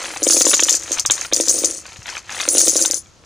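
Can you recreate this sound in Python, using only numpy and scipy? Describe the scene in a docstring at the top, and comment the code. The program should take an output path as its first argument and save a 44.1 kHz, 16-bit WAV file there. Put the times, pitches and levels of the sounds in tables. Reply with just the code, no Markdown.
"""Small coins drop on the pile in a steel bucket: three handfuls and a few strays, raked by hand from a canister.
Outdoors, recorded close in stereo. Each landing is a noise crack and a patter of contacts through pile resonances,
with a thump of decaying modes from the bucket's bottom. Loose coins are dying sine partials, muted by the pile.
Inside the plastic canister coins scrape and slip as coloured contacts, over faint noise of the open air.
The recorder passes the treble slightly late, clips on the hardest clinks and cuts the very top."""
import sys
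import numpy as np
from scipy import signal
from scipy.fft import rfft, irfft, next_fast_len
from scipy.io import wavfile
from scipy.ndimage import uniform_filter1d

SR = 44100
rng = np.random.default_rng(int(sys.argv[2]) if len(sys.argv) > 2 else 0)


def file_out(sig):
    """Save sig as 16-bit WAV at sys.argv[1]."""
    # one column per channel
    cols = np.atleast_2d(sig).T
    # limit, then scale
    lim = np.clip(cols, -1, 1)
    pcm = np.round(lim * 32767).astype(np.int16)
    wavfile.write(sys.argv[1], SR, pcm)


N = 143325

# stereo place of the pile and loose coins: left over right, and its scatter
PAN_DB, PAN_SPREAD_DB = 2.5, 3
RIPPLE_HZ = 190  # spacing of the random resonances in a heap


def undb(db):
    """Decibels to gain."""
    return 10 ** (np.asarray(db) / 20)


def unit(x):
    """Scale to rms 1."""
    return x / np.sqrt(np.mean(x ** 2) + 1e-18)


def curve(table, index):
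    """Gain over time, interpolated in dB from one column of a table."""
    rows = np.array(table, float)
    return undb(np.interp(np.arange(N) / SR, rows[:, 0], rows[:, index]))


def response(colour, ripple_db=0, detune=0):
    """Minimum-phase impulse response of a colour; ripple and detuning give each spot its own resonances."""
    size = 4096
    hz, db = np.array(colour, float).T
    hz = hz * (1 + detune * (2 * rng.random() - 1))
    bins = np.fft.rfftfreq(size, 1 / SR)
    knots = np.arange(0, SR / 2, RIPPLE_HZ)
    heights = np.clip(rng.standard_normal(len(knots)), -2, 2)
    ripple = ripple_db * np.interp(bins, knots, heights)
    level_db = np.interp(np.log(bins + 1), np.log(hz), db) + ripple
    cepstrum = irfft(level_db * np.log(10) / 20)
    # folding the cepstrum makes the response causal
    cepstrum[1:size // 2] *= 2
    cepstrum[size // 2 + 1:] = 0
    return irfft(np.exp(rfft(cepstrum)))


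def spots(colour, ripple_db, count, detune=0):
    """Responses of several spots in a heap."""
    return [response(colour, ripple_db, detune) for _ in range(count)]


def through(x, body):
    """Sound passed through an impulse response."""
    return signal.fftconvolve(np.atleast_2d(x), body[None], axes=1)[:, :x.shape[-1]]


def power(x, size):
    """Short-term power of the middle of the stereo image."""
    return uniform_filter1d(x.mean(0) ** 2, size) + 1e-12


def add(out, s, x):
    """Mix x in at time s."""
    i = max(int(s * SR), 0)
    out[:, i:i + x.shape[-1]] += x[..., :max(N - i, 0)]


def pan(db):
    """Left and right gains for a level difference."""
    return undb(np.array([db, -db]) / 2)


def ring(hz, t60, size=16384):
    """One partial dying away by 60 dB in t60 seconds."""
    t = np.arange(size) / SR
    return np.sin(2 * np.pi * hz * t) * np.exp(-np.log(1000) * t / t60)


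def contacts(size, per_s, spread_db, pan_db=0, scatter_db=0):
    """Random tiny collisions, each with its own strength, sign and place."""
    when, sign = rng.random((2, size))
    strength, place = rng.standard_normal((2, size))
    hits = (when < per_s / SR) * np.sign(sign - .5)
    return hits * undb(spread_db * np.clip(strength, -2, 2)) * pan(pan_db + scatter_db * place)


def blow(body, crack_s, settle_s, settle_db, pan_db, scatter_db):
    """A sharp first contact, then neighbours chatter and settle; short-term peak level 1."""
    t = np.arange(SR // 8) / SR
    crack = np.exp(-t / crack_s) * rng.standard_normal(len(t))
    chatter = contacts(len(t), 2500, 7.8, 0, scatter_db)
    chatter = undb(settle_db) * np.exp(-t / settle_s) * chatter
    x = through(crack + chatter, body) * pan(pan_db + scatter_db * rng.standard_normal(1))
    return x / np.sqrt(power(x, size=176).max())


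def stream(bodies, per_s, spread_db, pan_db, scatter_db):
    """A flow of collisions shared among several bodies, evened out to a level near 1."""
    share = per_s / len(bodies)
    x = sum(through(contacts(N, share, spread_db, pan_db, scatter_db), body) for body in bodies)
    floor = 0.032 * np.mean(x ** 2)  # keeps gaps from being raised to full level
    return x / np.sqrt(power(x, size=1800) + floor)


def flight(hz, t60, seconds):
    """A coin rings freely in the air until the pile catches and mutes it."""
    tone = ring(hz, t60, size=6000)
    caught = np.maximum(np.arange(len(tone)) / SR - seconds, 0)
    return tone * np.exp(-caught / 0.005)


# colour of the open air around the bucket: (frequency [Hz], relative level [dB])
AIR_COLOUR = [(15, -30), (25, -21.5), (66, -5.5), (118, -11.5), (224, -17), (326, -22), (1390, -24),
              (1580, -28.5), (3350, -30), (6040, -29), (15000, -61.5)]


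def air():
    """Faint outdoor background with a soft rumble: coloured noise, partly shared by both sides."""
    noise = rng.standard_normal((3, N))
    sides = noise[0] + 0.78 * noise[1:]
    return undb(-49.5) * pan(0.84)[:, None] * unit(through(sides, response(AIR_COLOUR)))


# raking in the canister: (time [s], level before trim [dB])
RAKE_LEVEL = [(0, -24.5), (0.2, -33), (0.5, -36), (0.7, -29), (0.8, -37), (0.98, -27), (1.03, -42),
              (1.08, -37), (1.13, -31.5), (1.25, -30.5), (1.3, -43), (1.34, -38), (1.68, -33.5),
              (1.82, -45.5), (1.88, -35.5), (2.03, -45.5), (2.08, -30.5), (2.18, -31), (2.23, -44.5),
              (2.28, -37.5), (2.31, -26), (2.42, -36), (2.5, -36.5), (2.92, -33.5), (3.02, -59),
              (3.25, -82)]
# coins slipping in the canister: (time [s], level before trim [dB])
COIN_SLIPS = [(0.02, -26.5), (0.026, -46), (0.044, -21.5), (0.057, -21.5), (0.079, -32), (0.104, -24.5),
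              (0.137, -29), (0.162, -19), (0.168, -24.5), (0.879, -25.5), (0.938, -31), (0.973, -17.5),
              (1.167, -31), (1.179, -24), (1.216, -23), (1.237, -33), (1.249, -22.5), (1.316, -26),
              (1.855, -27.5), (1.92, -32), (1.96, -31.5), (2.02, -33), (2.058, -24.5), (2.069, -33),
              (2.081, -23), (2.089, -21), (2.094, -27), (2.126, -29.5), (2.137, -37), (2.152, -23.5),
              (2.168, -19), (2.294, -21.5), (2.315, -26), (2.33, -30), (2.346, -23.5), (2.366, -23.5),
              (2.381, -23), (2.39, -21.5), (2.4, -15.5), (2.405, -14), (2.412, -25), (2.426, -21),
              (2.431, -20.5), (2.453, -21), (3.059, -43), (3.238, -43.5)]
# soft bumps of the handled canister: (time [s], level before trim [dB])
WALL_BUMPS = [(1.043, -38), (1.087, -38), (1.988, -33.5), (2.674, -41)]
# colour of coins scraping behind plastic: (frequency [Hz], relative level [dB])
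SCRAPE_COLOUR = [(150, -12.5), (350, -14.5), (700, -1.5), (1500, 2), (2400, 1.5), (3600, -2), (4800, -3.5),
                 (6500, -0.5), (8000, -11), (10000, -17), (12000, -25.5), (15500, -41)]
RAKE_DB, SLIP_DB, BUMP_DB = -4.5, -1, 1.5  # trims
SCRAPE_RIPPLE_DB = 4.5


def canister():
    """Raked coins scrape and slip over each other, dulled by the plastic wall, which bumps now and then."""
    heap = spots(SCRAPE_COLOUR, SCRAPE_RIPPLE_DB, count=5)
    raking = stream(heap, per_s=750, spread_db=3, pan_db=1.2, scatter_db=1.9)
    out = undb(RAKE_DB) * curve(RAKE_LEVEL, index=1) * raking

    wall = ring(hz=106.4, t60=0.036)
    wall = wall * (1 - np.exp(-np.arange(len(wall)) / SR / 0.01))  # soft attack
    wall = wall / np.abs(wall).max()
    for s, db in WALL_BUMPS:
        add(out, s, undb(db + BUMP_DB) * wall * pan(4.1)[:, None])

    for s, db in COIN_SLIPS:
        body = response(SCRAPE_COLOUR, SCRAPE_RIPPLE_DB)
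        slip = blow(body, crack_s=.0018, settle_s=0.0099, settle_db=-3, pan_db=3.5, scatter_db=1.5)
        add(out, s, undb(db + SLIP_DB) * slip)
    return out


# coins landing, for bucket and pile, levels before trim:
# (time [s], clink level [dB], dull knock level [dB], bucket thump level [dB])
COIN_LANDINGS = [(0.22, -11, -35, -17), (0.227, -9, -45, -18.5), (0.267, -10.5, -22, -6.5),
                 (0.278, -6.5, -55, -46), (0.297, -6.5, -25.5, -28), (0.3, -10, -26, -17),
                 (0.314, -21.5, -45, -41), (0.322, -8, -27.5, -46), (0.338, -10.5, -47, -22),
                 (0.344, -27, -37, -17), (0.362, -15, -40, -31.5), (0.367, -11, -23, -12),
                 (0.379, -12.5, -45.5, -30), (0.39, -14, -48, -35), (0.407, -4, -31, -14.5),
                 (0.411, -9, -20.5, -19), (0.443, -7.5, -41, -26), (0.449, -10, -28.5, -18.5),
                 (0.466, -11, -18.5, -8.5), (0.485, -7.5, -29.5, -28.5), (0.513, -17, -22, -50.5),
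                 (0.532, -6, -16.5, -19.5), (0.537, -21, -12.5, -14), (0.569, -13, -28, -30),
                 (0.593, -7.5, -15, -22.5), (0.624, -5, -21.5, -14.5), (0.665, -16, -40, -24),
                 (0.684, -6, -16.5, -39.5), (0.698, -6, -23.5, -46), (0.717, -9, -48, -23.5),
                 (0.727, -20, -37, -41), (0.741, -9, -26, -26), (0.824, -22, -37.5, -49),
                 (0.908, -12, -37, -19.5), (0.917, -17.5, -29.5, -30), (0.986, -8.5, -21, -46),
                 (1.051, -7.5, -20.5, -30.5), (1.099, -4, -13.5, -21.5), (1.107, -10.5, -19, -30),
                 (1.202, -14.5, -36, -54), (1.324, -5.5, -20, -13), (1.333, -8.5, -52, -49),
                 (1.353, -8, -33.5, -45), (1.368, -17, -31, -23.5), (1.399, -8.5, -26.5, -9),
                 (1.473, -7.5, -29.5, -28), (1.484, -5, -38, -38), (1.493, -8, -41, -27),
                 (1.503, -12.5, -35, -42), (1.531, -15, -47.5, -34), (1.548, -17, -48, -22),
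                 (1.578, -13, -45, -35), (1.635, -7.5, -29, -31), (1.637, -18, -36, -13.5),
                 (1.639, -8, -44, -42), (1.647, -8, -35, -50), (1.7, -17.5, -37.5, -27.5),
                 (2.478, -3.5, -24, -15.5), (2.532, -16, -39, -28), (2.549, -13, -26, -12.5),
                 (2.56, -16, -33, -28), (2.571, -4.5, -28, -17), (2.592, -8.5, -31, -28),
                 (2.605, -8.5, -27, -30), (2.61, -15, -31, -35.5), (2.651, -19, -37, -35),
                 (2.671, -8.5, -24, -25), (2.677, -9, -38, -12), (2.685, -7, -55, -42),
                 (2.751, -12.5, -37, -31), (2.756, -8, -28.5, -11.5), (2.766, -9.5, -41, -24),
                 (2.79, -23, -30, -26), (2.804, -9, -34, -29), (2.813, -8, -44, -21),
                 (2.828, -15, -42, -29), (2.849, -5.5, -20, -50), (2.869, -16, -52, -54),
                 (2.901, -7.5, -54, -24.5), (2.933, -9.5, -34, -25), (2.956, -24.5, -46, -51),
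                 (2.972, -24, -43, -35)]
# stream of small impacts, for bucket, loose coins and pile, levels before trim:
# (time [s], clatter level [dB], jingle level [dB], bucket level [dB])
POUR_LEVELS = [(0, -32, -31.5, -37.5), (0.2, -50, -30.5, -42), (0.25, -32, -16.5, -35.5),
               (0.31, -13, -10.5, -34), (0.4, -15.5, -14.5, -32), (0.43, -24.5, -20.5, -61),
               (0.5, -15, -6.5, -24.5), (0.56, -16.5, -57, -48), (0.66, -21.5, -22, -40),
               (0.74, -16, -54, -45), (0.79, -28.5, -42, -45), (0.87, -33.5, -38, -44.5),
               (0.93, -21, -41, -38), (1.03, -49, -42, -51), (1.08, -68, -60, -75), (1.13, -19, -30, -44),
               (1.17, -29, -43, -41.5), (1.25, -34, -27, -48), (1.3, -52, -45, -58),
               (1.34, -27, -16.5, -37), (1.44, -20, -27, -33), (1.5, -26, -11.5, -29.5),
               (1.55, -21, -16, -31), (1.66, -26.5, -22.5, -31.5), (1.78, -30, -30, -44.5),
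               (1.83, -46, -78, -51), (2.05, -43.5, -75, -58), (2.1, -59, -41, -48), (2.24, -58, -75, -63),
               (2.34, -36, -29, -48), (2.46, -35, -22.5, -42), (2.5, -26.5, -12.5, -34.5),
               (2.6, -15.5, -9.5, -28.5), (2.73, -18.5, -17, -33), (2.82, -19, -13.5, -29),
               (2.89, -54, -24.5, -37.5), (2.97, -28, -22, -45), (3.02, -49, -81, -71),
               (3.25, -66, -57, -54.5)]
# modes of the loaded bottom, before scatter and cushioning: (frequency [Hz], level [dB], t60 [s])
BUCKET_MODES = [(280, 3, 0.0074), (340, 0.5, 0.033), (332.3, -11.5, 0.23), (416, 2, 0.014),
                (489, -0.5, 0.044), (524, -2.5, 0.056), (554, -14, 0.13), (605, -22.5, 0.083)]
THUMP_DB, BUCKET_DB = -5, -2  # trims
MODE_SCATTER_DB = 2


def bucket():
    """The weight of the coins drums the bucket's bottom through the pile, exciting its damped modes."""
    out = np.zeros((2, N))
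    cushion = signal.butter(4, [265, 780], "band", fs=SR, output="sos")
    weights = rng.standard_normal((len(COIN_LANDINGS), len(BUCKET_MODES)))
    for (s, _, _, db), scatter in zip(COIN_LANDINGS, weights):
        thump = 0
        for (hz, mode_db, t60), weight in zip(BUCKET_MODES, scatter):
            thump = thump + undb(mode_db + MODE_SCATTER_DB * weight) * ring(hz, t60)
        thump = signal.sosfilt(cushion, thump)[None]
        add(out, s, undb(db + THUMP_DB) * thump / np.sqrt(power(thump, size=352).max()))

    body = sum(undb(db) * ring(hz, t60) for hz, db, t60 in BUCKET_MODES)
    body = signal.sosfilt(cushion, body)
    drumming = stream([body], per_s=130, spread_db=3.4, pan_db=0, scatter_db=0)
    return out + undb(BUCKET_DB) * curve(POUR_LEVELS, index=3) * drumming


# coins that bounce free and ring: (time [s], pitch [Hz], level before trim [dB])
FREE_RINGS = [(0.049, 10206, -37), (0.31, 10508, -30), (0.38, 15073, -36), (0.56, 9776, -34),
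              (0.908, 8613, -31), (1.105, 9173, -30), (1.111, 8699, -30), (1.332, 14707, -38),
              (1.488, 8570, -22), (1.651, 9668, -27), (2.493, 9043, -24), (2.493, 9668, -20),
              (2.51, 10056, -23), (2.516, 8785, -22), (2.684, 14922, -36), (2.69, 10163, -26),
              (2.748, 14879, -37), (2.94, 10142, -29)]
# pitches of the kinds of coin, before detuning: (frequency [Hz])
COIN_PITCHES = [7650, 8060, 8540, 8600, 8785, 9045, 9150, 9530, 9670, 10060, 10180]
JINGLE_DB, RING_DB, OVERTONE_DB = -3, 0.5, -7  # trims, and overtone against its coin
JINGLE_PER_S, JINGLE_SPREAD_DB = 450, 10
JINGLE_T60_S, JINGLE_FLIGHT_S = .14, .028  # flight is the longest one
COIN_DETUNE, OVERTONE_HZ, OVERTONE_SHARE = .018, 14830, .13  # fraction; centre; share of coins


def loose_coins():
    """Tumbling coins of a few kinds ring briefly, some with an overtone; a few fly longer."""
    out = np.zeros((2, N))
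    effort = curve(POUR_LEVELS, index=2)
    draws = rng.random((int(JINGLE_PER_S * N / SR), 8))
    for k, (when, kind, wear, edge, upper, airtime, strength, place) in enumerate(draws):
        hz = COIN_PITCHES[int(kind * len(COIN_PITCHES))] * (1 + COIN_DETUNE * (2 * wear - 1))
        seconds = airtime * JINGLE_FLIGHT_S
        tone = flight(hz, JINGLE_T60_S, seconds)
        if edge < OVERTONE_SHARE:
            overtone_hz = OVERTONE_HZ * (1 + 0.032 * (upper - .5))
            tone = tone + undb(OVERTONE_DB) * flight(overtone_hz, JINGLE_T60_S, seconds)
        s = (k + when) / JINGLE_PER_S
        gain = effort[int(s * SR)] * undb(JINGLE_DB + JINGLE_SPREAD_DB * (strength - 1.5))
        add(out, s, tone * gain * pan(PAN_DB + 16 * (place - .5))[:, None])

    places = rng.standard_normal((len(FREE_RINGS), 1))
    for (s, hz, db), place in zip(FREE_RINGS, places):
        tone = flight(hz, t60=.3, seconds=.06)
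        add(out, s, undb(db + RING_DB) * tone * pan(PAN_DB + PAN_SPREAD_DB * place))
    return out


# colour of the bright clink, before detuning: (frequency [Hz], relative level [dB])
CLINK_COLOUR = [(1500, -41), (3500, -20.5), (4600, -9.5), (5500, -6.5), (6200, 1.5), (6800, 3),
                (7400, -3.5), (8100, -11.5), (9000, -9), (10200, -21), (11500, -20.5), (13500, -34.5),
                (14800, -24.5), (15500, -35)]
# colour of the dull knock: (frequency [Hz], relative level [dB])
KNOCK_COLOUR = [(150, -39), (400, -18.5), (800, -1.5), (1400, 1.5), (2200, -2), (3600, 4.5), (4300, -6),
                (6000, -73)]
CLINK_DB, KNOCK_DB, CLATTER_DB = -1, 0.5, -3  # trims
PILE_RIPPLE_DB, PILE_DETUNE = 3.8, .045  # detune is a fraction


def pile():
    """Coins land on coins: bright damped clinks over a duller knock, amid fine clatter."""
    out = np.zeros((2, N))
    for s, clink_db, knock_db, _ in COIN_LANDINGS:
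        bright = response(CLINK_COLOUR, PILE_RIPPLE_DB, PILE_DETUNE)
        dull = response(KNOCK_COLOUR, PILE_RIPPLE_DB)
        clink = blow(bright, crack_s=.0014, settle_s=0.015, settle_db=-5.5,
                     pan_db=PAN_DB, scatter_db=PAN_SPREAD_DB)
        knock = blow(dull, crack_s=.0045, settle_s=.009, settle_db=-3, pan_db=0.3, scatter_db=1.3)
        add(out, s, undb(clink_db + CLINK_DB) * clink)
        add(out, s, undb(knock_db + KNOCK_DB) * knock)

    heap = spots(CLINK_COLOUR, PILE_RIPPLE_DB, count=10, detune=PILE_DETUNE)
    clatter = stream(heap, per_s=950, spread_db=4, pan_db=PAN_DB, scatter_db=PAN_SPREAD_DB)
    return out + undb(CLATTER_DB) * curve(POUR_LEVELS, index=1) * clatter


def scene():
    """Open air, canister, bucket, loose coins and pile together."""
    return air() + canister() + bucket() + loose_coins() + pile()


SPLIT_HZ, TREBLE_LAG_S = 4300, .0101
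TOP_HZ = 15350


def record(dry):
    """The close recorder delays the treble a little, clips the peaks and cuts the top."""
    edge = SR // 8  # mirrored margin, so the delay does not wrap around
    size = next_fast_len(N + 2 * edge)
    hz = np.fft.rfftfreq(size, 1 / SR)
    treble = .5 + .5 * np.tanh((hz - SPLIT_HZ) / 40)
    lag = np.exp(-2j * np.pi * hz * TREBLE_LAG_S)
    padded = np.pad(dry, ((0, 0), (edge, edge)), "reflect")
    late = irfft(rfft(padded, size) * (1 - treble + treble * lag), size)[:, edge:edge + N]
    top_cut = signal.ellip(8, .2, 60, TOP_HZ, fs=SR, output="sos")
    return signal.sosfilt(top_cut, np.clip(late, -1, 1))


dry = scene()
out = record(dry)
file_out(out)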